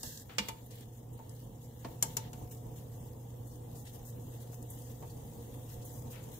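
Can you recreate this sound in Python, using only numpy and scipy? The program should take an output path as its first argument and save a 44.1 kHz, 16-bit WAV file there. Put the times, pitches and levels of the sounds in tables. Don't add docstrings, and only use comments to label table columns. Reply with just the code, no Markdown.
import sys
import numpy as np
from scipy import signal
from scipy.io import wavfile
from scipy.ndimage import uniform_filter1d

SR = 44100
rng = np.random.default_rng(int(sys.argv[2]) if len(sys.argv) > 2 else 0)


def boost(x):
    u = np.asarray(x, float) / 20
    return 10 ** u


def generate_wav(signal):
    frames = np.transpose(np.atleast_2d(signal))
    scaled = np.clip(frames, -1, 1) * 32767
    pcm = np.round(scaled).astype(np.int16)
    wavfile.write(sys.argv[1], SR, pcm)


N = 281799
EDGE_HZ = 15500


def evened(x):
    return x / np.sqrt(np.mean(x ** 2) + 1e-20)


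def read(points, hz):
    f, value = np.transpose(points)
    return np.interp(np.log(hz + 1), np.log(f + 1), value)


def add(mix, s, sound):
    part = mix[:, round(s * SR):][:, :sound.shape[1]]
    part += sound[:, :part.shape[1]]


def panned(pan_db):
    return boost([[pan_db / 2], [-pan_db / 2]])


def ring(modes, t, spread_db):
    hz, db, t60 = np.transpose(modes)[:, :, None]
    weight_db, phase, detune = rng.standard_normal((3, 2, len(modes), 1))
    turns = hz * (1 + 0.00097 * detune[0]) * t
    apart = np.array([0, np.pi / 2])[:, None, None] * np.sign(phase[1])
    level = boost(db + spread_db * weight_db - 60 * t / t60)
    waves = level * np.sin(2 * np.pi * turns + 3 * phase[0] + apart)
    return waves.sum(1) / np.sqrt(np.sum(boost(2 * db)))


def crack(t, lo_hz, hi_hz, t60):
    band = signal.butter(3, [lo_hz, min(hi_hz, EDGE_HZ)], "bandpass", fs=SR, output="sos")
    burst = signal.sosfilt(band, rng.standard_normal((2, len(t))))
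    return evened(burst) * boost(-60 * t / t60)


def glass_dish(t, covered_db):
    # (frequency [Hz], level [dB], t60 [s])
    dish_modes = [(484, -6, .07), (895, -4, .06), (1245, -8, .05), (1780, -15, .07), (2030, -7, .07),
                  (2146, -8, .07), (2333, -3, .08), (2488, -6, .09), (2850, -.5, .07), (2885, -3, .08),
                  (3300, -10, .06), (3470, -6, .08), (4450, -10, .05), (4726, -8, .07), (5500, -11, .045),
                  (6700, -9, .03), (7390, -12, .05)]
    notes = boost(covered_db) * ring(dish_modes, t, spread_db=-2.1)
    body = boost(-5.0) * crack(t, 1080, 6900, t60=0.065)
    sparkle = boost(-20 + covered_db) * crack(t, 5400, 15000, t60=0.055)
    return notes + body + sparkle


def steel_tongs(t):
    # (frequency [Hz], level [dB], t60 [s])
    tip_modes = [(5690, -4, .02), (5890, -5, .025), (6400, -7, .02), (6800, -7, .02), (7000, -4, .032),
                 (7187, 1, .032), (7400, -4, .025), (8110, -7, .02), (8680, -8, .02), (11230, -5, .032),
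                 (11780, -7, .03), (11940, -7, .025), (12800, -8, .02), (14395, 0, .03), (14750, -4, .028),
                 (15250, -6, .02)]
    # (frequency [Hz], level [dB])
    head_modes = [(1650, -10), (2210, -7), (3110, -4), (3400, -5), (4086, -3), (4420, -6)]
    tips = ring(tip_modes, t, spread_db=-2.5) + boost(-14.5) * crack(t, 4900, 12700, t60=0.061)
    head_t60 = .035
    heads = ring([(hz, db, head_t60) for hz, db in head_modes], t, spread_db=2.0)
    return tips + boost(-16) * heads


def tong_arms(t):
    late = np.maximum(t - 0.0042, 0)
    first = np.sin(2 * np.pi * 894 * t + [[0], [1.6]]) * boost(-60 * t / .2)
    second = np.sin(2 * np.pi * 968 * t + [[0], [2.2]]) * boost(2 - 60 * t / .09)
    return first * (1 - np.exp(-late / 0.0026)) + second * (1 - np.exp(-late / 0.0028))


def dull_knock(t):
    knock = crack(t, 216, 1010, t60=0.094)
    knock = knock + boost(-13) * crack(t, 780, 2600, t60=0.14)
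    knock = knock + boost(-6) * crack(t, 116, 332, t60=0.19)
    return knock + 0.37 * knock[::-1]


def blow(s, glass_db, steel_db, arm_db, knock_db):
    t = np.arange(int(.4 * SR)) / SR
    covered_db = -13 * (s > 1.0)
    glass = boost(glass_db + 0.5) * glass_dish(t, covered_db)
    steel = boost(steel_db + 9.0) * steel_tongs(t) * panned(4.5)
    bright = (glass + steel) * (1 - np.exp(-t / 0.00085))
    return bright + boost(arm_db + 5.5) * tong_arms(t) + boost(knock_db - 1.5) * dull_knock(t)


def add_blows(hits):
    # (time [s], glass [dB], steel [dB], arm [dB], knock [dB])
    blow_list = [
        (.032, -55, -60, -61, -47.5),
        (0.383, -21, -38, -47, -39.5),
        (0.4848, -35.5, -37, -44.5, -43),
        (1.1904, -72, -62, -53.5, -54),
        (1.8462, -42.5, -67, -51, -38.5),
        (2.0251, -33, -22.5, -43.5, -38),
        (2.168, -33, -29.5, -45.5, -43.5),
        (2.3307, -48, -48, -60, -53),
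        (4.53, -63, -61, -65, -56.5),
        (5.0235, -72, -64, -54, -49),
    ]
    for s, *levels in blow_list:
        add(hits, s, blow(s, *levels))


def add_shelf(hits):
    # (level [dB], frequency [Hz], t60 [s])
    rocking = (-21.5, 207, 0.084)
    db, hz, t60 = rocking
    t = np.arange(int(.3 * SR)) / SR
    swell = boost(db - 60 * t / t60) * (1 - np.exp(-t / 0.017))
    add(hits, .394, swell * np.sin(2 * np.pi * hz * t) * np.ones((2, 1)))


def puff(peak_db, hz, t60, rise, pan_db, below=0.57):
    t = np.arange(int(.3 * SR)) / SR
    burst = crack(t, hz * below, hz * 1.5, np.clip(t60, .005, .4))
    return boost(peak_db - 5.5) * burst * (1 - np.exp(-t / max(rise, .0003))) * panned(pan_db)


def add_ticks(hits):
    # (time [s], peak [dB], centre [Hz], left minus right [dB])
    tick_list = [(0.0313, -26, 6800, 1), (0.174, -34.5, 5540, -1.1), (0.197, -39, 7230, 6),
                 (.653, -53, 10900, .2), (0.6624, -43, 14500, -3), (0.808, -46, 9000, -4),
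                 (.9744, -50.5, 11000, 3.5), (1.1772, -49, 13500, 2.5), (1.294, -41.5, 7250, 3),
                 (1.4666, -55, 14000, 1.1), (4.6264, -40, 8460, 1), (4.7028, -38, 12200, 2),
                 (5.175, -49, 8000, 1.1)]
    for s, db, hz, pan_db in tick_list:
        add(hits, s, puff(db, hz, 0.023, 0.00036, pan_db, below=0.68))


def add_smacks(hits):
    # (time [s], peak [dB], centre [Hz], left minus right [dB])
    smack_list = [(0.058, -38, 6320, -4), (0.0894, -47, 7670, 7.5), (0.705, -47.5, 6450, 9),
                  (1.128, -49, 12000, 4), (1.7729, -57, 14600, -5), (2.516, -47, 13400, -9),
                  (2.5646, -47.5, 8900, 0), (2.763, -56, 14800, 5.0), (3.0565, -53, 14100, 2),
                  (3.468, -49, 12900, 9), (3.7524, -49, 7460, 7), (3.868, -45, 6900, 4),
                  (4.0607, -53, 14300, -3), (4.4129, -54, 12700, 6), (4.7, -39, 13000, -2.1),
                  (4.786, -44, 14800, 0.6), (5.0963, -46.5, 7250, 0), (5.3, -63, 9000, 1.2),
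                  (5.53, -52, 9000, 1.2), (5.819, -48, 7020, 0), (5.8474, -39, 15160, 0.2),
                  (6.1095, -43, 14500, -2.2), (6.3444, -52, 14900, -3)]
    for s, db, hz, pan_db in smack_list:
        add(hits, s, puff(db, hz, 0.098, 0.0047, pan_db))


def add_scuffs(hits):
    # (time [s], level [dB], t60 [s], rise [s], left minus right [dB])
    scuff_list = [
        (0.293, -46, 0.37, 0.0013, 4),
        (6.118, -39.5, 0.32, 0.051, 7),
    ]
    for s, db, *shape in scuff_list:
        add(hits, s, puff(db, 2260, *shape, below=0.094))


def noise(spectrum, size, patchy_db, flicker_db):
    # (frequency [Hz], left-right likeness [-1 to 1])
    likeness = [(60, 0.89), (130, 0.95), (290, 0.87), (640, -0.15), (1410, -0.11), (3100, -0.098),
                (6820, -0.019), (15000, -0.0017)]
    frames, hz = 4 * N // size + 5, np.fft.rfftfreq(size, 1 / SR)
    a, b, c, d, patches = rng.standard_normal((frames, len(hz), 5)).T
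    patches = evened(uniform_filter1d(uniform_filter1d(patches, size=8, axis=0), size=12, axis=1))
    flicker = evened(uniform_filter1d(rng.standard_normal(frames), size=4))
    same = np.clip(read(likeness, hz), -1, 1)[:, None]
    left = a + 1j * b
    z = np.array([left, same * left + np.sqrt(1 - same ** 2) * (c + 1j * d)])
    z *= boost(read(spectrum, hz)[:, None] + patchy_db * patches + flicker_db * flicker)
    out = signal.istft(z, nperseg=size, noverlap=3 * size // 4)[1][:, :N]
    return out / np.sqrt(np.mean(out.mean(0) ** 2))


def drift(column):
    # (time [s], room [dB], hum [dB], steady rustle [dB])
    slow_levels = [(0, -55.5, -64, -66.5), (.5, -56.5, -53.5, -66.5), (1.05, -56, -52, -70.5),
                   (1.55, -55, -49.5, -68.5), (1.8, -53.5, -51.5, -68), (2.1, -51.5, -48, -65.5),
                   (3.4, -53.5, -48, -67), (4.0, -52, -48.5, -65), (4.6, -52, -47, -64.5),
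                   (5.3, -52.5, -51, -62.5), (6.0, -51.5, -48, -63), (6.39, -51.5, -53.5, -63)]
    rows = np.array(slow_levels)
    return boost(np.interp(np.arange(N) / SR, rows[:, 0], rows[:, column]))


def stirring(column, steady):
    # (start [s], length [s], wet rustle [dB], scrape [dB])
    stir_list = [(.39, .1, -62, -57), (0.486, 0.13, -70, -75), (0.7, 0.13, -64.5, -65.5),
                 (0.916, .08, -68, -77), (1.115, 0.19, -73, -75.5), (1.284, 0.15, -67.5, -73.5),
                 (1.608, 0.051, -64.5, -84), (1.79, 0.16, -66, -73), (2.03, .11, -60, -66.5),
                 (2.188, 0.078, -73, -61.5), (2.35, .1, -67.5, -76), (2.506, 0.018, -55.5, -66),
                 (2.754, 0.041, -61, -67), (2.913, 0.16, -67.5, -78), (3.474, 0.085, -66, -79.5),
                 (3.746, 0.055, -59.5, -77), (3.847, 0.038, -63, -66), (3.928, 0.033, -60.5, -70),
                 (4.046, 0.049, -57, -81), (4.204, 0.056, -67, -89), (4.321, 0.056, -64.5, -73),
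                 (4.398, 0.026, -62, -70.5), (4.512, 0.029, -60, -73), (4.693, 0.06, -60.5, -75),
                 (4.768, 0.15, -62.5, -79), (5.684, 0.049, -59, -70.5), (5.842, 0.15, -60, -84),
                 (6.1, 0.035, -58, -70), (6.223, 0.02, -60.5, -82), (6.31, 0.062, -59.5, -70)]
    rise_s, fall_s = 0.0073, 0.022
    t, power = np.arange(N) / SR, steady ** 2
    for row in stir_list:
        start, length = row[:2]
        rise = np.clip((t - start) / rise_s, 0, 1)
        fall = np.exp(-np.maximum(t - start - length, 0) / fall_s)
        power = power + (boost(row[column]) * rise * fall) ** 2
    return np.sqrt(power)


def rustle():
    # (frequency [Hz], level [dB per Hz])
    rustle_colour = [(2530, -18), (4300, -11), (5190, -9), (6310, -4.5), (7090, -1.5), (7660, -5),
                     (8460, -4.5), (10100, -7.5), (12700, -1.5), (14900, -4), (15300, 1.5), (15900, -8),
                     (16200, -43)]
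    hiss = noise(rustle_colour, size=256, patchy_db=1.66, flicker_db=0.3)
    return stirring(2, steady=drift(3)) * hiss * panned(4.05)


def scrape():
    # (frequency [Hz], level [dB per Hz])
    scrape_colour = [(710, 8), (1200, 0), (1570, 2), (1750, 10.5), (2400, 2), (2820, 9), (3390, 10.5),
                     (3870, 7.5), (5130, -2.5), (5500, 4), (7150, -56), (12100, -120)]
    rub = noise(scrape_colour, size=512, patchy_db=2.0, flicker_db=1.0)
    return stirring(3, steady=boost(-8) * drift(3)) * rub


def drag():
    # (frequency [Hz], level [dB per Hz])
    drag_colour = [(710, -41), (1200, -14), (1320, -32), (1680, -0.5), (2450, -24), (2730, -7.5),
                   (2920, -14), (3150, -7), (4260, -5), (4800, -5.5), (7410, 0), (9210, -9.5),
                   (14200, -0.5), (15500, -6), (16000, -23)]
    bite_s, before_db, fade_db_per_s = .0315, -8.5, 55
    since = np.arange(N) / SR - bite_s
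    level_db = -47.5 + np.where(since < 0, before_db, -fade_db_per_s * since)
    return boost(level_db) * noise(drag_colour, size=512, patchy_db=0.0, flicker_db=0.3)


def popping():
    pops_per_s, pop_t60 = 45, 0.011
    happens = rng.random(N) < pops_per_s / SR
    size = boost(-2.5) * np.minimum(rng.exponential(1, N), 1.6) * happens
    decay = boost(-60 * np.arange(1000) / SR / pop_t60)
    return evened(1 + signal.oaconvolve(size, decay)[:N])


def whir(hz, width):
    pole = np.exp(-np.pi * width / SR)
    slow = signal.lfilter([1], [1, -pole], rng.standard_normal((N, 2)) @ [1, 1j])
    return evened((slow * np.exp(2j * np.pi * hz * np.arange(N) / SR)).real)


def hum():
    # (frequency [Hz], width [Hz], level over the hum [dB])
    fan_modes = [(102.5, 3.3, -15), (153.65, 3.9, -12), (237.9, 13.7, -14.5), (484, 39, -16),
                 (721.5, 2, -25), (825, 2.9, -29.5)]
    tone = np.sqrt(2) * np.sin(2 * np.pi * 119.46 * np.arange(N) / SR)
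    fan = sum(boost(db) * whir(hz, width) for hz, width, db in fan_modes)
    return drift(2) * tone + boost(6.0) * drift(1) * fan


def room_noise():
    # (frequency [Hz], level [dB per Hz])
    room_colour = [(18, -66), (31, -36), (40, -14), (59, -4), (85, -14), (103, -5.5), (122, -3), (167, -23),
                   (183, -13.5), (232, -13.5), (312, -15), (394, -22.5), (482, -12), (555, -23.5),
                   (915, -24), (1250, -38.5), (1620, -73), (2750, -120)]
    return boost(2.0) * drift(1) * noise(room_colour, size=2048, patchy_db=0.53, flicker_db=2.0)


def kitchen(x):
    # (frequency [Hz], t60 [s])
    echo_t60 = [(200, 0.42), (1000, 0.45), (2600, .3), (4000, 0.33), (7000, 0.22), (15000, .13)]
    taps = np.zeros((2, SR // 2))
    starts = np.arange(300, SR // 2 - 20, 20)
    at = starts + rng.integers(0, 20, (2, len(starts)))
    np.put_along_axis(taps, at, rng.choice([-1., 1.], at.shape), 1)
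    hz, t, z = signal.stft(taps, SR, nperseg=256)
    tail = signal.istft(z * boost(-60 * t / read(echo_t60, hz)[:, None]), SR, nperseg=256)[1]
    return signal.fftconvolve(x, tail / np.linalg.norm(tail[0]), axes=1)[:, :N]


def scene():
    hits = np.zeros((2, N))
    add_blows(hits)
    add_shelf(hits)
    add_ticks(hits)
    add_smacks(hits)
    add_scuffs(hits)
    lifted = np.clip((np.arange(N) / SR - 0.22) / 0.027, 0, 1)
    food = (lifted * (rustle() + scrape()) + (1 - lifted) * drag()) * popping()
    background = (room_noise() + hum()) * panned(-1.03)
    return background + food + hits + boost(-15) * kitchen(hits)


def muted(x):
    hz, t, z = signal.stft(x, SR, nperseg=2048)
    width, bands, muted_percent = 6, 118, 8.5
    top = width * bands
    power = (abs(z[:, :top]) ** 2).sum(0).reshape(bands, width, -1).sum(1)
    level_db = 10 * np.log10(uniform_filter1d(power, size=2, axis=1) + 1e-20)
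    wander = rng.standard_normal(power.shape[::-1]).T
    restless_db = 3.5 * evened(uniform_filter1d(wander, size=5, axis=1))
    margin_db = level_db - .8 * np.median(level_db, axis=0) + restless_db
    spared_db = np.interp(hz[:top:width], [1800, 2200, 3000, 4000, 5500, 6200], [7, 1, 1.5, -.5, -.5, 1.5])
    margin_db += spared_db[:, None]
    keep = np.ones(z.shape[1:])
    keep[:top] = np.repeat(margin_db > np.percentile(margin_db, muted_percent), width, axis=0)
    return signal.istft(z * keep, SR, nperseg=2048)[1][:, :N]


def band_limit(x):
    return signal.sosfilt(signal.butter(12, 16800, fs=SR, output="sos"), x)


def record(dry):
    edge = signal.firwin(301, EDGE_HZ + 200, window=("kaiser", 5), fs=SR)
    mix = muted(signal.oaconvolve(dry, edge[None], "same"))
    return band_limit(mix)


dry = scene()
out = record(dry)
generate_wav(out)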